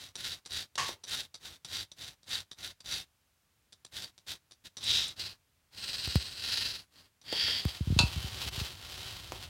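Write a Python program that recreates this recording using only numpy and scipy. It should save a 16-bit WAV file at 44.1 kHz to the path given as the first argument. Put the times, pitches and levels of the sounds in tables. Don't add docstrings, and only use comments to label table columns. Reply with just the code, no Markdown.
import sys
import numpy as np
from scipy import signal
from scipy.fft import rfft, irfft
from scipy.io import wavfile

SR = 44100
rng = np.random.default_rng(int(sys.argv[2]) if len(sys.argv) > 2 else 0)


def unload_wav(signal):
    wavfile.write(
        sys.argv[1],
        SR,
        np.round(np.clip(np.atleast_2d(signal).T, -1, 1) * 32767).astype(np.int16),
    )


N = 418487
TIME = np.arange(N) / SR
# pitch_hz, level_db
GEAR_TONES = [(3600, -9), (3900, -8), (4630, -11.5), (5890, -15), (7500, -23), (9240, -24.5), (10300, -24),
              (13300, -27)]


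def servos():
    # pitch_hz, level_db
    front = [(470, -44.5), (800, -17), (1230, -14), (1440, -8.5), (2320, -10.5), (3700, -3), (5180, -8.5),
             (6410, -14.5), (10300, -21.5), (16000, -32.5)]
    surge = [(900, -28.5), (2300, -17), (3150, -10.5), (3800, -3), (4300, -12.5), (5000, -10.5),
             (6500, -19.5), (16000, -46.5)]
    flank = [(470, -43.5), (800, -18), (1240, -20.5), (1370, -12.5), (2240, -13.5), (2530, -7.5),
             (3650, -9), (3930, -1), (4860, -5), (6490, -19), (16000, -36)]
    back = [(1300, -18), (1760, -8.5), (2500, -11), (3340, -1.5), (4080, -11), (4680, 3), (6250, -21.5),
            (16000, -42.5)]
    away = [(250, -6), (1700, -8.5), (2900, 1), (4400, 1), (6800, -11.5), (16000, -20)]
    # pitch_hz, boost_db
    housing = [(957, 4), (1410, 6), (1824, 5), (2250, -6), (2650, 3), (3164, 4), (3315, 3), (3791, 4),
               (3989, 4), (4481, 2)]
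    side_rings = [
        [3680],
        [3880],
        [2860, 4320, 4760, 4970],
        [3240, 4500],
        [3050, 4940],
    ]
    drive_db = motor_effort()
    force, rattle = gears(drive_db)
    stage = np.interp(TIME, [4.7, 4.8, 5.1, 5.19, 6.9, 7.25, 7.55, 7.85], [0, 1, 1, 2, 2, 3, 3, 4])
    whirr = 0
    for k, tone in enumerate([front, surge, flank, back, away]):
        share = np.maximum(1 - np.abs(stage - k), 0)
        response = body(tone, housing + [(hz, 6) for hz in side_rings[k]])
        whirr = whirr + share * unit(convolve(force, response))
    loose = np.clip(2 - stage, 0, 1) / (1 + stage)
    whirr = (whirr + loose * loose_gears(rattle)) / np.hypot(1, 0.71 * loose)
    # pitch_hz, level_db
    rumble_tone = [(45, -5.5), (90, -1), (160, -10.5), (400, -16), (1500, -15), (7000, -23.5), (16000, -31)]
    rumble = unit(convolve(force + noise(), body(rumble_tone, [(102, 1.7)], width_hz=6.3)))
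    return whirr * gain(drive_db - 0.94) + rumble * gain(0.52 * drive_db - 30.5)


def motor_effort(rest_db=-100, throb_db=6):
    # start_s, fastest_s, stop_s, level_db, throb_hz (up to 1: none)
    moves = [(-0.06, 0.005, 0.13, -46.0, 0.0), (0.139, 0.261, 0.41, -35.5, 15),
             (0.474, 0.572, 0.67, -36.5, 0.0), (0.783, 0.863, 0.97, -39.0, 0.0),
             (1.053, 1.139, 1.28, -32, 16.0), (1.394, 1.467, 1.595, -43, 13),
             (1.645, 1.781, 1.863, -37.5, 0.0), (1.958, 2.027, 2.16, -42, 17.0),
             (2.255, 2.346, 2.444, -35, 0.0), (2.558, 2.657, 2.742, -39, 17),
             (2.833, 2.935, 3.057, -35.5, 0.0), (3.91, 3.974, 4.118, -37.5, 15.5),
             (4.26, 4.294, 4.385, -39.5, 0.0), (4.636, 4.667, 4.69, -48, 0.0),
             (4.784, 4.935, 5.16, -27.5, 0.0), (5.154, 5.21, 5.37, -36, 18),
             (5.701, 5.893, 6.317, -35.5, 18.5), (5.96, 6.053, 6.57, -35.0, 18.5),
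             (6.3, 6.578, 6.86, -29.3, 22.5), (6.555, 6.577, 6.38, -28, 0.0),
             (6.9, 6.989, 7.1, -58.0, 12.0), (7.226, 7.461, 7.702, -28.5, 0.0),
             (7.569, 7.693, 7.85, -38.5, 13.0), (7.6, 8.259, 8.54, -43.5, 0.0),
             (8.27, 8.484, 8.5, -35.5, 16.5), (8.5, 8.549, 8.62, -39, 0.0), (8.551, 8.605, 8.8, -37, 17),
             (8.599, 9.071, 9.38, -44, 0.5), (9.134, 9.434, 9.53, -46, 13)]
    power = gain(rest_db) ** 2
    for start, fastest, stop, db, throb_hz in moves:
        easing_db = throb_db * np.sin(np.pi * throb_hz * (TIME - fastest)) ** 2 if throb_hz > 1 else 0
        power = power + (gain(db - easing_db) * move(start, fastest, stop)) ** 2
    return 10 * np.log10(power)


def move(start, fastest, stop):
    return np.sin(np.pi / 2 * np.interp(TIME, [start, fastest, stop], [0, 1, 0])) ** 2


def gears(drive_db, mesh_hz=455, rattle_hz=230, mesh_db=-4, loose_db=2.0, slide_db=-7):
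    speed = gain(.12 * (np.maximum(drive_db, -60) + 31))
    mesh = teeth(mesh_hz * speed, jitter=.03, scatter_db=2.5)
    mesh += teeth(.97 * mesh_hz * speed, jitter=.06, scatter_db=2.5)
    rattle = teeth(rattle_hz * speed, jitter=.17, scatter_db=3.5)
    impacts = smear(gain(mesh_db) * mesh + gain(loose_db) * rattle, ring_s=0.017)
    return unit(impacts + gain(slide_db) * noise()), rattle


def teeth(rate_hz, jitter, scatter_db, count=12000):
    chance = rng.standard_normal((count, 2))
    tooth = np.arange(count) + rng.random() + jitter * chance[:, 0]
    when = np.interp(tooth, np.cumsum(rate_hz) / SR, np.arange(N))
    strength = gain(scatter_db * np.clip(chance[:, 1], -2, 2)) * (when < N - 1)
    taps = np.bincount(np.round(when).astype(int), strength, N)
    return unit(taps / np.sqrt(rate_hz))


def smear(x, ring_s, size=2048):
    spectrum = rfft(noise(size) * fade(ring_s, size), 2 * size)
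    echoes = np.roll(irfft(spectrum / np.abs(spectrum)), size)
    return signal.oaconvolve(x, echoes)[size:size + N]


def loose_gears(rattle, swell_db=4, count=90):
    times = np.linspace(0, N / SR, count)
    rasp = 0
    for hz, db in GEAR_TONES:
        swell = gain(swell_db * np.interp(TIME, times, noise(count).clip(-2, 2)))
        rasp = rasp + gain(db) * unit(swell * ring(rattle * noise(), hz))
    return rasp


def clacks(ring_s=0.082, chatter_db=-8, boost_db=2.5):
    # start_s, level_db (before the boost)
    reversals = [(0.1538, -27), (0.451, -43.5), (0.4589, -31.5), (0.7537, -28.5), (1.035, -33.5),
                 (1.0778, -40), (1.3414, -32), (1.6461, -29), (1.916, -38.5), (2.021, -35), (2.23, -48),
                 (2.3191, -34), (2.5133, -33), (2.8023, -40), (2.8577, -36), (3.7238, -41), (3.8468, -33.5),
                 (4.1785, -39.5), (4.5102, -42.5), (4.7682, -30), (5.196, -33.5), (7.2143, -46)]
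    # pitch_hz, level_db
    tone = [(100, -6), (2580, -12), (3860, -5.5), (5900, -5), (6420, -11), (9210, -13.5), (16000, -38.5)]
    shape = (1 - fade(.012)) * (fade(0.011) + gain(chatter_db) * fade(ring_s))
    def blow():
        hits = noise(16384) * (rng.random(16384) < .03)
        response = body(tone, [(hz, 10 * rng.random()) for hz, _ in GEAR_TONES], width_hz=450)
        return convolve(hits * shape, response)
    return gain(boost_db) * strike(reversals, blow)


def snap(crack_db=3, tail_db=-9):
    # start_s, level_db
    hits = [(7.9892, -6), (8.011, -23.5)]
    # pitch_hz, level_db, ring_s
    tones = [(958, -9, .2), (1464, -16, .14), (2654, -2, .13), (4481, -7, .17), (3500, -3, .03),
             (3989, 2, .06), (4247, -5, .08), (5303, -15, .1), (6891, -18, .08)]
    response = body([(500, -7.0), (1050, -4.5), (2100, -19.5), (2650, 5), (3000, -10.5), (4200, 2),
                     (5800, -13.5), (9000, -19.0), (15000, -38)])
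    ringing = 0
    for k, (hz, db, ring_s) in enumerate(tones):
        wave = (-1) ** k * np.sin(2 * np.pi * hz * TIME[:16384])
        ringing = ringing + gain(db) * fade(ring_s) * wave
    shape = gain(crack_db) * fade(.025) + gain(tail_db) * fade(.25)
    def blow():
        crack = unit(convolve(noise(16384), response)[:16384])
        return .7 * ringing + crack * shape
    return strike(hits, blow)


def bumps(first_hz=225, last_hz=64, slowing_s=0.03, ring_s=0.08, rustle_db=-45):
    # start_s, level_db
    pushes = [(6.074, -30.5), (6.156, -15), (7.654, -19.5), (7.808, -22), (7.873, -22.5), (7.903, -19),
              (7.924, -19.5), (7.964, -18), (8.002, -19), (8.035, -18.5), (8.162, -28), (8.174, -30.5),
              (8.244, -28), (8.464, -33), (8.578, -30.5), (8.614, -27.5)]
    # start_s, level_db
    ticks = [(6.0762, -21.5), (6.157, -12), (7.653, -18.5)]
    # pitch_hz, level_db
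    tick_tone = [(300, 3.5), (2300, -7), (3200, -16.5)]
    contacts = strike(ticks, lambda: body(tick_tone))
    for start, db in pushes:
        start_hz = first_hz * gain(0.25 * (db + 21.5))
        hz = last_hz + (start_hz - last_hz) * fade(slowing_s)
        swing = np.sin(2 * np.pi * np.cumsum(hz) / SR) * fade(ring_s) * (1 - fade(.014))
        contacts += strike([(start, db)], lambda: swing)
    bass = signal.butter(2, [50, 120], "band", fs=SR, output="sos")
    grip = np.interp(TIME, [7.8, 8.05, 8.8, 9.5], [0.0046, 1, 0.3, 0.48])
    return contacts + gain(rustle_db) * grip * unit(signal.sosfilt(bass, noise()))


def knocks(ring_s=0.26, tail_db=-22, boost_db=4.0):
    # start_s, level_db (before the boost)
    jolts = [(.891, -32), (7.327, -25), (7.483, -29.5), (9.321, -27)]
    # pitch_hz, level_db
    tone = [(100, -13), (340, 6), (1000, 4), (1500, -4.5), (3000, -5), (14000, -20.5)]
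    response = body(tone, [(950, 3.0)], width_hz=50)
    shape = fade(0.0027) + gain(tail_db) * fade(ring_s)
    return gain(boost_db) * strike(jolts, lambda: convolve(noise(16384) * shape, response))


def skid(start_s=.778, stop_s=0.97, level_db=-28, fade_s=0.58):
    # pitch_hz, level_db
    tone = [(80, -4.5), (300, -22.5), (850, -10.5), (1120, 0.5), (1350, -19), (1620, -8), (6200, -12),
            (16000, -41.5)]
    slips = teeth(rate_hz=np.full(N, 420), jitter=.4, scatter_db=2) + noise()
    judder = unit(convolve(slips, body(tone, [(1120, 3.9)], width_hz=169)))
    slide = np.interp(TIME, [start_s, stop_s], [1, 0], left=0)
    return judder * slide * gain(level_db - 60 * np.maximum(TIME - start_s, 0) / fade_s)


def pings():
    # start_s, level_db
    skips = [(.529, -35.5), (1.095, -36), (2.292, -41), (4.841, -31), (5.081, -35)]
    return strike(skips, lambda: ring(noise(16384) * fade(.02), hz=8300, spread=.11))


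def whine():
    # start_s, loudest_s, stop_s, pitch_hz, level_db
    whines = [(5.73, 5.864, 6.8, 8198, -55.5), (6.296, 6.546, 6.9, 9930, -57.5)]
    return sum(gain(db) * ring(noise(), hz, spread=.032) * move(start, loudest, stop)
               for start, loudest, stop, hz, db in whines)


def room(x, ring_s=0.11, echo_db=-13):
    tail = noise(16384) * fade(ring_s) * (TIME[:16384] > .003)
    return x + gain(echo_db) * convolve(x, tail / np.sqrt(np.sum(tail ** 2)))


def hush(level_db=-74):
    # pitch_hz, level_db
    tone = [(35, -9.5), (75, -1.5), (330, -20), (3000, -21.5), (16000, -28)]
    return gain(level_db) * unit(convolve(noise(), body(tone)))


def body(tone, peaks=(), width_hz=45, size=4096):
    freqs = np.maximum(np.arange(size // 2 + 1) * SR / size, 1)
    hz, db = np.transpose(tone)
    curve_db = np.interp(np.log(freqs), np.log(hz), db)
    curve_db += 40 * np.log10(np.minimum(freqs / hz[0], 1))
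    for centre_hz, boost_db in peaks:
        curve_db += boost_db / (1 + (2 * (freqs - centre_hz) / width_hz) ** 2)
    cepstrum = irfft(np.log(gain(curve_db)))
    cepstrum[1:size // 2] *= 2
    cepstrum[size // 2 + 1:] = 0
    return irfft(np.exp(rfft(cepstrum)))


def strike(events, blow):
    track = np.zeros(2 * N)
    for start_s, level_db in events:
        sound, start = blow(), int(start_s * SR)
        track[start:start + len(sound)] += gain(level_db) * sound / np.abs(sound).max()
    return track[:N]


def ring(x, hz, spread=.022):
    band = signal.butter(2, [hz * (1 - spread), hz * (1 + spread)], "band", fs=SR, output="sos")
    return unit(signal.sosfilt(band, x))


def fade(ring_s, size=16384):
    return np.exp(-np.log(1000) * TIME[:size] / ring_s)


def convolve(x, response):
    return signal.oaconvolve(x, response)[:N]


def noise(size=N):
    return rng.standard_normal(size)


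def gain(db):
    return 10 ** (np.asarray(db) / 20)


def unit(x):
    return x / np.sqrt(np.mean(x ** 2))


def scene():
    robot = servos() + whine() + clacks() + pings() + knocks() + skid() + snap()
    background = hush()
    return (room(robot) + bumps() + background)[None]


def record(dry):
    bass_cut = signal.butter(3, 40, "high", fs=SR, output="sos")
    treble_cut = signal.ellip(10, .2, 70, 15900, fs=SR, output="sos")
    return signal.sosfilt(treble_cut, signal.sosfilt(bass_cut, dry))


dry = scene()
out = record(dry)
unload_wav(out)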